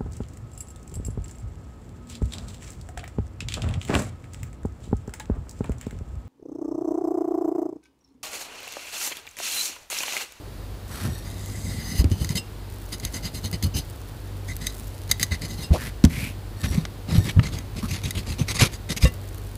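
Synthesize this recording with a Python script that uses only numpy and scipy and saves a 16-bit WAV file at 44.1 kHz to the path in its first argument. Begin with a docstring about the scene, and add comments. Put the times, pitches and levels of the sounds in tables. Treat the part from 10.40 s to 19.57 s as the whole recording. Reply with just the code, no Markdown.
"""A humming kitchen: close up, a steel chef's knife fillets a fish on a plastic board.
The edge saws along the spine with a short steel ring (rubbing noise through blade resonances), snaps small
bones (noise bursts) and slips out ringing (decaying partials). The fish is flipped, slapped down and slid into
place (soft bursts, gliding resonances), then the belly skin is cut (coarse grains). The board thuds under hand
and blade (swelling low sines); ventilation and a refrigerator stay behind (shaped noise, two low tones)."""
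import sys
import numpy as np
from scipy import signal
from scipy.fft import rfft, irfft, next_fast_len
from scipy.io import wavfile
from scipy.ndimage import uniform_filter1d, map_coordinates

SR = 44100
rng = np.random.default_rng(int(sys.argv[2]) if len(sys.argv) > 2 else 0)


def wrap_up_sound(samples):
    """Save the sound to the file named by the first command line argument, as 16-bit audio."""
    columns = np.atleast_2d(samples).T
    # keep every value between -1 and 1, then stretch to whole-number steps
    tamed = np.clip(columns, -1, 1)
    steps = np.round(tamed * 32767).astype(np.int16)
    wavfile.write(sys.argv[1], SR, steps)


N = 404397
TIME = np.arange(N) / SR
STROKE = SR * 4 // 5  # samples set aside for one stroke


def amp(db):
    """Decibels to gain."""
    return 10 ** (np.asarray(db) / 20)


def unit(x):
    """Scale to rms 1."""
    return x / np.sqrt(np.mean(np.abs(x) ** 2) + 1e-20)


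def unit_peak(x):
    """Scale to peak 1."""
    return x / np.abs(x).max()


def add(track, s, sound):
    """Mix a sound into the track at s seconds."""
    start = max(round(s * SR), 0)
    track[start:start + len(sound)] += sound[:max(N - start, 0)]


def wobble(rate, size=N):
    """A smooth random curve with rate knots a second."""
    knots = rng.standard_normal(int(size * rate / SR) + 4)
    return map_coordinates(knots, [np.arange(size) * rate / SR])


def filtered(x, response):
    """x through a response that is a function of frequency."""
    m = next_fast_len(len(x) + SR // 10)
    return irfft(rfft(x, m) * response(np.fft.rfftfreq(m, 1 / SR)), m)[:len(x)]


def colour(points):
    """The response through (Hz, dB) points on a log axis."""
    f, db = np.transpose(points)
    return lambda hz: amp(np.interp(np.log(hz + 1), np.log(f), db))


def resonances(modes):
    """The causal response of (Hz, width in Hz, dB) resonances."""
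    return lambda hz: sum(amp(db) * 1j * hz * w / (c * c - hz * hz + 1j * hz * w) for c, w, db in modes)


def gripped(modes, shift):
    """Flesh loads the blade anew at every contact: its resonances shift a little and trade strength."""
    return resonances([(hz * np.exp(shift * rng.standard_normal()), w, db + 1.3 * rng.standard_normal())
                       for hz, w, db in modes])


def tilted(x, tilt_db):
    """Brighten or dull by so many dB per octave above 1 kHz, keeping rms 1."""
    return unit(filtered(x, lambda hz: amp(tilt_db * np.log2(np.maximum(hz, 1000) / 4000))))


def friction(size, rate, spread_db, smooth):
    """Stick and slip: tiny catches of uneven size, rate a second, on a bed of smooth rubbing."""
    sizes = amp(spread_db * np.minimum(rng.exponential(size=size), 3)) * rng.choice([-1, 1], size)
    catches = unit(sizes * (rng.random(size) < rate / SR))
    return unit(catches + smooth * rng.standard_normal(size))


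def stroke(length, rise_share, fullness):
    """Speed of one stroke: up to its crest, then easing away."""
    t = np.arange(STROKE) / SR
    rise = length * np.clip(rise_share, .05, .9)
    up = np.sin(np.pi / 2 * np.minimum(t / rise, 1)) ** fullness
    return up * np.exp(-2 * (np.maximum(t - rise, 0) / (length - rise)) ** 3)


def burst(spectrum, t60, rise_s):
    """A short coloured puff of peak 1."""
    t = np.arange(SR // 10) / SR
    puff = filtered(rng.standard_normal(len(t)), colour(spectrum))
    return unit_peak(puff * amp(-60 * t / t60) * (1 - np.exp(-t / rise_s)))


def ringing(modes, t):
    """Decaying (Hz, dB, t60) partials from t = 0 on, scaled to peak 1."""
    return unit_peak(sum(amp(db - 60 * t / t60) * np.sin(2 * np.pi * (hz * t + rng.random()))
                         for hz, db, t60 in modes))


def wandering(x, patchy_db):
    """The contact travels along the edge, so the colour keeps shifting."""
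    z = signal.stft(x, nperseg=512)[2]
    patches = uniform_filter1d(rng.standard_normal(z.shape), size=7, axis=0)
    patches = uniform_filter1d(patches, size=9, axis=1)
    return signal.istft(z * amp(patchy_db * unit(patches)), nperseg=512)[1][:N]


# colour of the board's dull rumble: (frequency [Hz], relative level [dB])
BOARD = [(30, -16), (70, 6.5), (150, 1.5), (255, -3.5), (320, -12), (650, -22.5), (12000, -57)]


def rumble(speed):
    """The board's dull answer to a dragging edge."""
    return speed * unit(filtered(rng.standard_normal(len(speed)), colour(BOARD)))


DRAG_DB, DRAG_TOP_DB = 6.5, -29.5  # rumble over the edge's level, and the most that it reaches


def drag(db, speed):
    """The board rumbles with the force on the edge, up to a limit."""
    return amp(np.minimum(db + DRAG_DB, DRAG_TOP_DB)) * rumble(speed)


# colour of the ventilation: (frequency [Hz], relative level [dB])
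AIR = [(20, -39), (45, -10), (100, -11.5), (170, -22), (350, -23.5), (600, -29), (2400, -41), (4600, -41),
       (5600, -47), (15500, -48.5)]
# hum of the refrigerator: (frequency [Hz], middle rms level [dB])
HUM = [(48.6, -41.5), (97.5, -39)]


def kitchen():
    """Ventilation rushes softly and evenly; a refrigerator hums, a little unsteady in level and phase."""
    air = amp(-39.0) * unit(filtered(rng.standard_normal(N), colour(AIR)))
    hum = sum(amp(db + 2.5 * wobble(3.7)) * np.sqrt(2) * np.sin(2 * np.pi * hz * TIME + 0.5 * wobble(12))
              for hz, db in HUM)
    return air + hum


# the blade glides flat over the board: (start [s], length [s], level [dB])
GLIDES = [(0.446, 0.46, -46.5), (6.158, 0.28, -46.5), (6.681, 0.28, -44.5)]
# modes of the blade lying flat: (frequency [Hz], relative level [dB])
FLAT = [(1810, 4), (3750, 3), (4310, 2.5), (5700, 1), (7950, 2.5), (11350, -3)]
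# bright hiss of rubbing, shared by several contacts: (frequency [Hz], relative level [dB])
SCRAPE_HISS = [(700, -18), (4500, -2), (7000, -6), (11000, -2), (15500, -10.5)]
FLAT_WIDTH_HZ = 48
GLIDE_RISE, GLIDE_HISS_DB = 0.37, 1  # share spent speeding up; hiss over the whistle


def glides():
    """The flat blade catches on the board's grain, so its narrow modes whistle amid hiss."""
    out = np.zeros(N)
    for start, length, db in GLIDES:
        catches = friction(STROKE, rate=560, spread_db=7.5, smooth=0.57)
        whistle = unit(filtered(catches, resonances([(hz, FLAT_WIDTH_HZ, level) for hz, level in FLAT])))
        hiss = unit(filtered(catches[::-1], colour(SCRAPE_HISS)))  # reversed: unrelated to the whistle
        speed = stroke(length, GLIDE_RISE, fullness=1)
        add(out, start, amp(db) * speed * (whistle + amp(GLIDE_HISS_DB) * hiss))
    return wandering(out, patchy_db=2)


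# short rubs in one resonant band, wet flesh sliding or the knife dragging on the board:
# (start [s], length [s], level [dB], centre [Hz], width [Hz])
RUBS = [(0.488, 0.23, -42.5, 1350, 900), (0.959, 0.51, -49, 7760, 1100), (5.372, 0.14, -38.5, 1820, 655),
        (5.696, 0.23, -37, 2300, 400), (7.425, 0.048, -37, 1170, 170)]
RUB_RISE = 0.56  # share of a rub spent speeding up
RUB_GLIDE = .25  # octaves that the resonance rises during a rub


def rubs():
    """A rub squelches or scuffs: crackle in one rising resonance, some fizz; the board rumbles."""
    out, index = np.zeros(N), np.arange(STROKE)
    for start, length, db, hz, width_hz in RUBS:
        speed = stroke(length, RUB_RISE, fullness=0.33)
        crackle = friction(STROKE, rate=500, spread_db=2.5, smooth=0.57)
        band = filtered(crackle, resonances([(hz, width_hz, 0)]))
        # play the band ever faster, so its pitch rises
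        pitch = 2 ** (RUB_GLIDE * (np.minimum(index / SR / length, 1) - .5))
        band = unit(np.interp(np.cumsum(pitch), index, band))
        fizz = unit(filtered(crackle[::-1], colour(SCRAPE_HISS)))
        add(out, start, amp(db) * (speed * (band + amp(-3.5) * fizz) + amp(6.0) * rumble(speed)))
    return out


# the hand rocks the fish against the board: (start [s], length [s], level [dB])
PRESSES = [(0.631, 0.12, -26.5), (6.217, 0.3, -33), (6.675, 0.2, -25.5)]
PRESS_RISE = 0.3  # share of a press spent building up


def presses():
    """The fish rocking under the hand makes the board rumble dully."""
    out = np.zeros(N)
    for start, length, db in PRESSES:
        add(out, start, amp(db) * rumble(stroke(length, PRESS_RISE, fullness=0.64)))
    return out


# damp flesh, skin and steel slap the board:
# (time [s], smack peak [dB], clack peak [dB], frequency above which the smack is muffled [Hz])
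SLAPS = [(.651, -26, -23, 1790), (1.6423, -23, -12.5, 6400), (1.715, -26.5, -19.5, 6000),
         (5.639, -14.5, -19, 6440), (5.6492, -10, -24, 7650), (6.452, -20, -45, 4480),
         (6.9941, -14.5, -20, 1700), (8.219, -7, -14, 6500), (8.646, -16, -19, 7000)]
CLACK_HZ, CLACK_T60_S = 244, 0.015  # short hollow answer of the board


def slaps():
    """Soft wet contacts: a smack, duller the more flesh cushions it, and the board's low clack."""
    out, t = np.zeros(N), np.arange(SR // 10) / SR
    for s, db, clack_db, hz in SLAPS:
        spectrum = [(hz / 10, -5), (hz, 0), (2 * hz, -16), (20 * hz, -65)]
        smack = burst(spectrum, t60=0.016, rise_s=0.00084)
        clack = unit_peak(np.sin(2 * np.pi * CLACK_HZ * t) * t * amp(-60 * t / CLACK_T60_S))
        add(out, s, amp(db) * smack + amp(clack_db) * clack)
    return out


# draws of the knife along the spine: (start [s], end [s], tip share at start [0-1], at end [0-1])
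DRAWS = [(0.835, 1.61, 0, 0.96), (1.697, 2.006, 0.97, 0.6), (2.49, 3.188, 0.5, 0.99), (4.043, 5.25, 0, 0.9)]
TIP_POWER = 3.1  # the contact reaches the tip late in a draw


def tip_share(s):
    """In a draw the contact shifts along the edge, between its middle (0) and its tip (1)."""
    share = 0
    for start, end, first, last in DRAWS:
        progress = np.clip((s - start) / (end - start), 0, 1)
        share = np.where(s >= start, first + (last - first) * progress ** TIP_POWER, share)
    return np.clip(share, 0, 1)


# colour of tearing skin: (frequency [Hz], relative level [dB])
SKIN = [(350, 0), (850, -8.5), (1200, -2), (1600, -5.5), (2260, 2), (3200, -1.5), (4300, 0), (8480, -10),
        (11500, -8), (15500, -24)]
FIBRES_DB, BELLY_FIBRES_DB = -53.5, -50.5
BELLY_CUT_S = (7.35, 8.36)  # the edge stays in the belly from, until


def fibres():
    """Flesh keeps parting all through a draw: a sparse crackle, duller in the soft belly."""
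    spine = sum((TIME > start) & (TIME < end) for start, end, _, _ in DRAWS)
    belly = (TIME > BELLY_CUT_S[0]) & (TIME < BELLY_CUT_S[1])
    crackle = friction(N, rate=200, spread_db=5, smooth=0.31)
    return (amp(FIBRES_DB) * spine * unit(filtered(crackle, colour(SCRAPE_HISS)))
            + amp(BELLY_FIBRES_DB) * belly * unit(filtered(crackle, colour(SKIN))))


# resonances of the blade held in flesh, near its middle: (frequency [Hz], width [Hz], relative level [dB])
BLADE = [(2038, 104, 7), (3815, 60, 8.5), (4070, 100, 1), (4810, 220, 4), (6197, 75, 2), (6450, 240, 4.5),
         (7590, 140, 1), (9120, 150, 0)]
# the same near its tip: (frequency [Hz], width [Hz], relative level [dB])
TIP = [(3030, 150, 5.8), (4260, 160, 9.5), (4846, 61, 11), (6160, 68, 7)]
MIDDLE_TILT_DB, TIP_TILT_DB = -2, 2  # per octave: the tip sounds brighter than the middle


def scraping(size, tip, tilt_db, smooth, chatter_db):
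    """The edge chatters on bone; a blend of middle and tip resonances brightens towards the tip."""
    out = np.zeros(size)
    for modes, share, own_tilt_db in (BLADE, 1 - tip, MIDDLE_TILT_DB), (TIP, tip, TIP_TILT_DB):
        catches = friction(size, rate=1600, spread_db=5.0, smooth=smooth)
        steel = unit(filtered(catches, gripped(modes, shift=0.0048)))
        hiss = unit(filtered(catches[::-1], colour(SCRAPE_HISS)))
        out += np.sqrt(share) * tilted(steel + amp(-4) * hiss, own_tilt_db + tilt_db)
    return unit(out * amp(chatter_db * wobble(67.9, size)))


# force curve of the first long slice: (time [s], level [dB])
SLICE = [(0.84, -46), (1.038, -50), (1.552, -37.5), (1.59, -32), (1.624, -35.5), (1.63, -54)]
# the edge bumps over one vertebra after another: (start [s], length [s], level [dB])
VERTEBRAE = [(1.704, 0.11, -42.5), (1.794, 0.094, -38), (1.896, 0.05, -34), (1.949, 0.054, -32),
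             (2.52, 0.042, -32.5), (2.624, 0.071, -40), (2.73, 0.067, -34.5), (2.824, 0.078, -37),
             (2.935, 0.063, -35), (3.032, 0.061, -35), (3.123, 0.046, -34), (3.223, 0.064, -35.5),
             (3.338, 0.083, -32.5), (4.073, 0.069, -40.5), (4.203, 0.13, -36.5), (4.69, 0.057, -36.5),
             (4.799, 0.058, -32.5), (4.907, 0.055, -33.5), (5.012, 0.071, -36), (5.079, 0.1, -40.5),
             (5.169, 0.11, -39)]
SLICE_TILT_DB, SLICE_FADE_S = 0, 0.011  # extra brightness per octave; the edge enters and leaves
BUMP_RISE = 0.26  # share of a bump spent speeding up
MIDDLE_DRAG_DB, TIP_DRAG_DB = -4, 6  # change to the rumble under a bump; what it gains at the tip


def scrapes():
    """One long slice opens the back; the later draws bump along the vertebrae."""
    out = np.zeros(N)
    times, levels = np.transpose(SLICE)
    t = np.arange(times[0], times[-1], 1 / SR)
    db = np.interp(t, times, levels)
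    speed = np.clip(np.minimum(t - t[0], t[-1] - t) / SLICE_FADE_S, 0, 1)
    edge = scraping(len(t), tip_share(t), SLICE_TILT_DB, smooth=2.4, chatter_db=1.9)
    add(out, t[0], amp(db) * speed * edge + drag(db, speed))
    for start, length, db in VERTEBRAE:
        tip = tip_share(start)
        speed = stroke(length, BUMP_RISE, fullness=0.72)
        edge = scraping(STROKE, tip, tilt_db=rng.normal(-1, 1), smooth=0.56, chatter_db=2.5)
        board = amp(MIDDLE_DRAG_DB + TIP_DRAG_DB * tip) * drag(db, speed)
        add(out, start, amp(db) * speed * edge + board)
    return wandering(out, patchy_db=2.5)


# wet scales tick: (time [s], peak [dB])
TICKS = [(1.0596, -26), (3.114, -22), (3.499, -26), (4.1658, -20)]
# wet fingers shift their grip: (start [s], length [s], reference level, above the ticks themselves [dB])
GRIPS = [(2.286, 0.25, -21), (3.444, 0.56, -24), (4.333, 0.16, -21.5), (8.682, 0.53, -20)]
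# colour of a wet tick: (frequency [Hz], relative level [dB])
WET = [(2500, -18), (9000, -11)]


def ticks():
    """Wet scales and fingers stick and let go: a few clear ticks, and faint clusters as the grip shifts."""
    out = np.zeros(N)
    clusters = []
    for start, length, db in GRIPS:
        for when, size in rng.random(size=(34, 2)):
            # the strongest stay 5.6 dB under the reference
            clusters.append((start + when * length, db - 11.2 * (1.5 - size ** 3)))
    for s, db in TICKS + clusters:
        add(out, s, amp(db) * burst(WET, t60=0.0076, rise_s=0.00022))
    return out


# thuds of the board: (time [s], level [dB], frequency [Hz])
THUDS = [(1.59, -8, 65), (1.642, -10, 78), (1.712, -13, 96), (1.809, -16, 67.7), (1.901, -18.5, 144),
         (1.951, -17.5, 150), (4.914, -17.5, 83), (5.304, -5.5, 71), (5.64, -0.5, 227), (5.642, -5, 76),
         (6.3, -18.5, 76.4), (6.378, -12.5, 163), (6.75, -12, 163), (6.778, -7, 104.5), (6.963, -8, 86),
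         (6.987, -4, 120), (7.431, -17.5, 195), (8.01, -16, 134), (8.217, -7, 114.5), (8.631, -4.5, 62),
         (8.645, -12, 139)]
# the board's own ring under a thud: (frequency [Hz], relative level [dB], t60 [s])
PLATE = [(164.2, 0.5, 0.16), (241.8, -7.5, 0.16)]
PLATE_DB = -12.5  # relative to the thud's level
THUD_RISE_CYCLES = 0.83  # the swell crests within the first swing


def thuds():
    """Each push rocks the board for a cycle or two, rings it briefly and rattles it dully."""
    out, t = np.zeros(N), np.arange(SR // 4) / SR
    for s, db, hz in THUDS:
        u = t * hz / THUD_RISE_CYCLES
        swell = (u * np.exp(1 - u)) ** 1.43
        rocking = swell * np.sin(2 * np.pi * hz * t)
        ring = unit_peak(ringing(PLATE, t) * np.minimum(u, 1))
        add(out, s, amp(db) * (rocking + amp(PLATE_DB) * ring + amp(-13.5) * rumble(swell)))
    return out


# small bones snap against the edge: (time [s], level, 4.5 above the peak [dB])
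BONES = [(1.8456, -14), (1.891, -14.5), (1.955, -12.5), (2.599, -20), (2.65, -7.5), (3.0574, -16.5),
         (3.129, -16.5), (3.2258, -14), (3.2383, -21), (4.268, -7.5), (4.713, 2), (4.7967, -12),
         (4.8291, -0.5), (5.019, -17), (7.187, -19), (7.7075, -11.5)]


def bones():
    """A bone crumbles within milliseconds, a louder one for longer, and jolts the damped blade."""
    out, t = np.zeros(N), np.arange(SR // 10) / SR
    for s, db in BONES:
        crumble_t60 = .03 * amp(.35 * db)
        crumble = rng.standard_normal(len(t)) * amp(-60 * t / crumble_t60)
        ring = unit_peak(filtered(crumble, resonances(BLADE)) * amp(-60 * t / 0.22))  # flesh mutes the steel
        snap = burst(SCRAPE_HISS, t60=crumble_t60, rise_s=0.00028)
        add(out, s, amp(db - 4.5) * unit_peak(ring + 0.76 * snap))
    return out


# the tip slips free and sings: (end of the swell [s], peak [dB], swell [s])
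RELEASES = [(1.98, -19, .015), (5.246, -29, .03)]
# modes of the free blade: (frequency [Hz], relative level [dB], t60 [s])
FREE = [(2760, -0.5, 0.16), (3760, 0, 0.059), (5080, 6, 0.086), (8070, 1, 0.091)]


def free_blade():
    """Clear of the flesh the steel rings on: the last rub feeds each mode, then it dies away freely."""
    out, t = np.zeros(N), np.arange(SR // 2) / SR
    for s, db, swell in RELEASES:
        fed, free = np.minimum(t / swell, 1) ** 2, np.maximum(t - swell, 0)
        song = sum(amp(level - 60 * free / t60) * np.sin(2 * np.pi * hz * t + wobble(88, len(t)) / 2)
                   for hz, level, t60 in FREE)
        add(out, s - swell, amp(db) * unit_peak(fed * song))
    return out


GULP_S, GULP_LENGTH_S, GULP_DB = 5.323, 0.057, -25.5
GULP_LOW_HZ, GULP_OPEN_HZ, GULP_OPENING_S = 171, 645, .023  # pitch at first, when open; time to open
CUT_RISE = 0.28  # share of the gulp, and of a cut, spent speeding up


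def gulp():
    """The wet pocket under the lifted fish opens: a rough tone sweeps upward while the film crackles."""
    out, t = np.zeros(N), np.arange(STROKE) / SR
    hz = GULP_LOW_HZ * (GULP_OPEN_HZ / GULP_LOW_HZ) ** np.minimum(t / GULP_OPENING_S, 1)
    pocket = np.sin(2 * np.pi * np.cumsum(hz) / SR + 2 * wobble(400, STROKE))
    film = filtered(friction(STROKE, rate=2200, spread_db=3, smooth=0.61), colour(SKIN))
    opening = stroke(GULP_LENGTH_S, CUT_RISE, fullness=1)
    add(out, GULP_S, amp(GULP_DB) * opening * (unit(pocket) + amp(-9) * unit(film)))
    return out


# the edge rasps through skin and scales: (start [s], length [s], level [dB])
CUTS = [(6.231, 0.054, -35), (6.306, 0.14, -40.5), (6.675, 0.13, -34), (6.842, 0.079, -31),
        (7.025, 0.075, -35.5), (7.114, 0.1, -38.5), (7.358, 0.059, -37), (7.479, 0.12, -35.5),
        (7.631, 0.067, -35), (7.747, 0.073, -36.5), (7.859, 0.1, -38.5), (7.983, 0.057, -35),
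        (8.08, 0.052, -26.5), (8.142, 0.041, -28), (8.186, 0.071, -19.5), (8.242, 0.038, -28.5),
        (8.315, 0.055, -38.5), (8.489, 0.053, -29.5), (8.564, 0.027, -30), (8.604, 0.09, -29.5)]
CUT_TILT_DB, LIGHT_CUT_DB = -1.24, -41  # tilt per octave of a light cut; its level
DULLING = 0.14  # tilt lost per dB of extra force
BELLY_S, BELLY_DRAW_S = 6.76, 0.75  # the belly draw begins; its time to reach the tip
BRIGHTEN_DB = 2.5  # tilt per octave gained on the way


def cuts():
    """Skin and scales tear in coarse grains: duller in harder cuts, brighter as the draw nears the tip."""
    out = np.zeros(N)
    for start, length, db in CUTS:
        speed = stroke(length, CUT_RISE, fullness=0.74)
        tears = friction(STROKE, rate=2200, spread_db=3.5, smooth=0.72)
        tears = tears * amp(5.6 * np.tanh(wobble(131.6, STROKE)))
        steel = unit(filtered(tears[::-1], gripped(BLADE, shift=0.011)))
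        rasp = unit(filtered(tears, colour(SKIN))) + amp(-6.5) * steel
        progress = np.clip((start - BELLY_S) / BELLY_DRAW_S, 0, 1)
        tilt_db = CUT_TILT_DB - DULLING * (db - LIGHT_CUT_DB) + BRIGHTEN_DB * progress
        add(out, start, amp(db) * speed * tilted(rasp, tilt_db) + drag(db, speed))
    return wandering(out, patchy_db=3.0)


# modes of the whole knife knocking on the board: (frequency [Hz], relative level [dB], t60 [s])
KNOCK = [(516, 8, 0.067), (1120, -3, 0.11), (1796, -3.5, 0.11), (2000, -6, 0.13), (2770, 0, 0.12),
         (3740, -1.5, 0.084)]


def knife_knock():
    """The last stroke ends with the knife knocking on the board: its modes ring and decay."""
    out, t = np.zeros(N), np.arange(SR // 2) / SR
    add(out, 8.652, amp(-10.5) * ringing(KNOCK, t) * np.minimum(t / 0.004, 1))
    return out


def walls(x, t60, dull_hz):
    """The short answer of a small room, which swallows the treble."""
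    t = np.arange(SR // 2) / SR
    tail = rng.standard_normal(len(t)) * amp(-60 * t / t60) * (t > .005)
    echo = signal.fftconvolve(x, tail / np.linalg.norm(tail))[:N]
    return filtered(echo, lambda hz: 1 / (1 + 1j * hz / dull_hz))


def scene():
    """Knife, fish and board close by, the kitchen behind."""
    handling = glides() + rubs() + presses() + slaps() + ticks() + thuds() + gulp()
    cutting = fibres() + scrapes() + bones() + free_blade() + cuts() + knife_knock()
    work = handling + cutting
    return (work + amp(-19) * walls(work, t60=0.3, dull_hz=4030) + kitchen())[None]


TOP_HZ = 15550  # band limit


def record(dry):
    """Clip at full scale, then keep nothing above the band limit."""
    return filtered(np.clip(dry[0], -1, 1), lambda hz: hz < TOP_HZ)[None]


dry = scene()
out = record(dry)
wrap_up_sound(out)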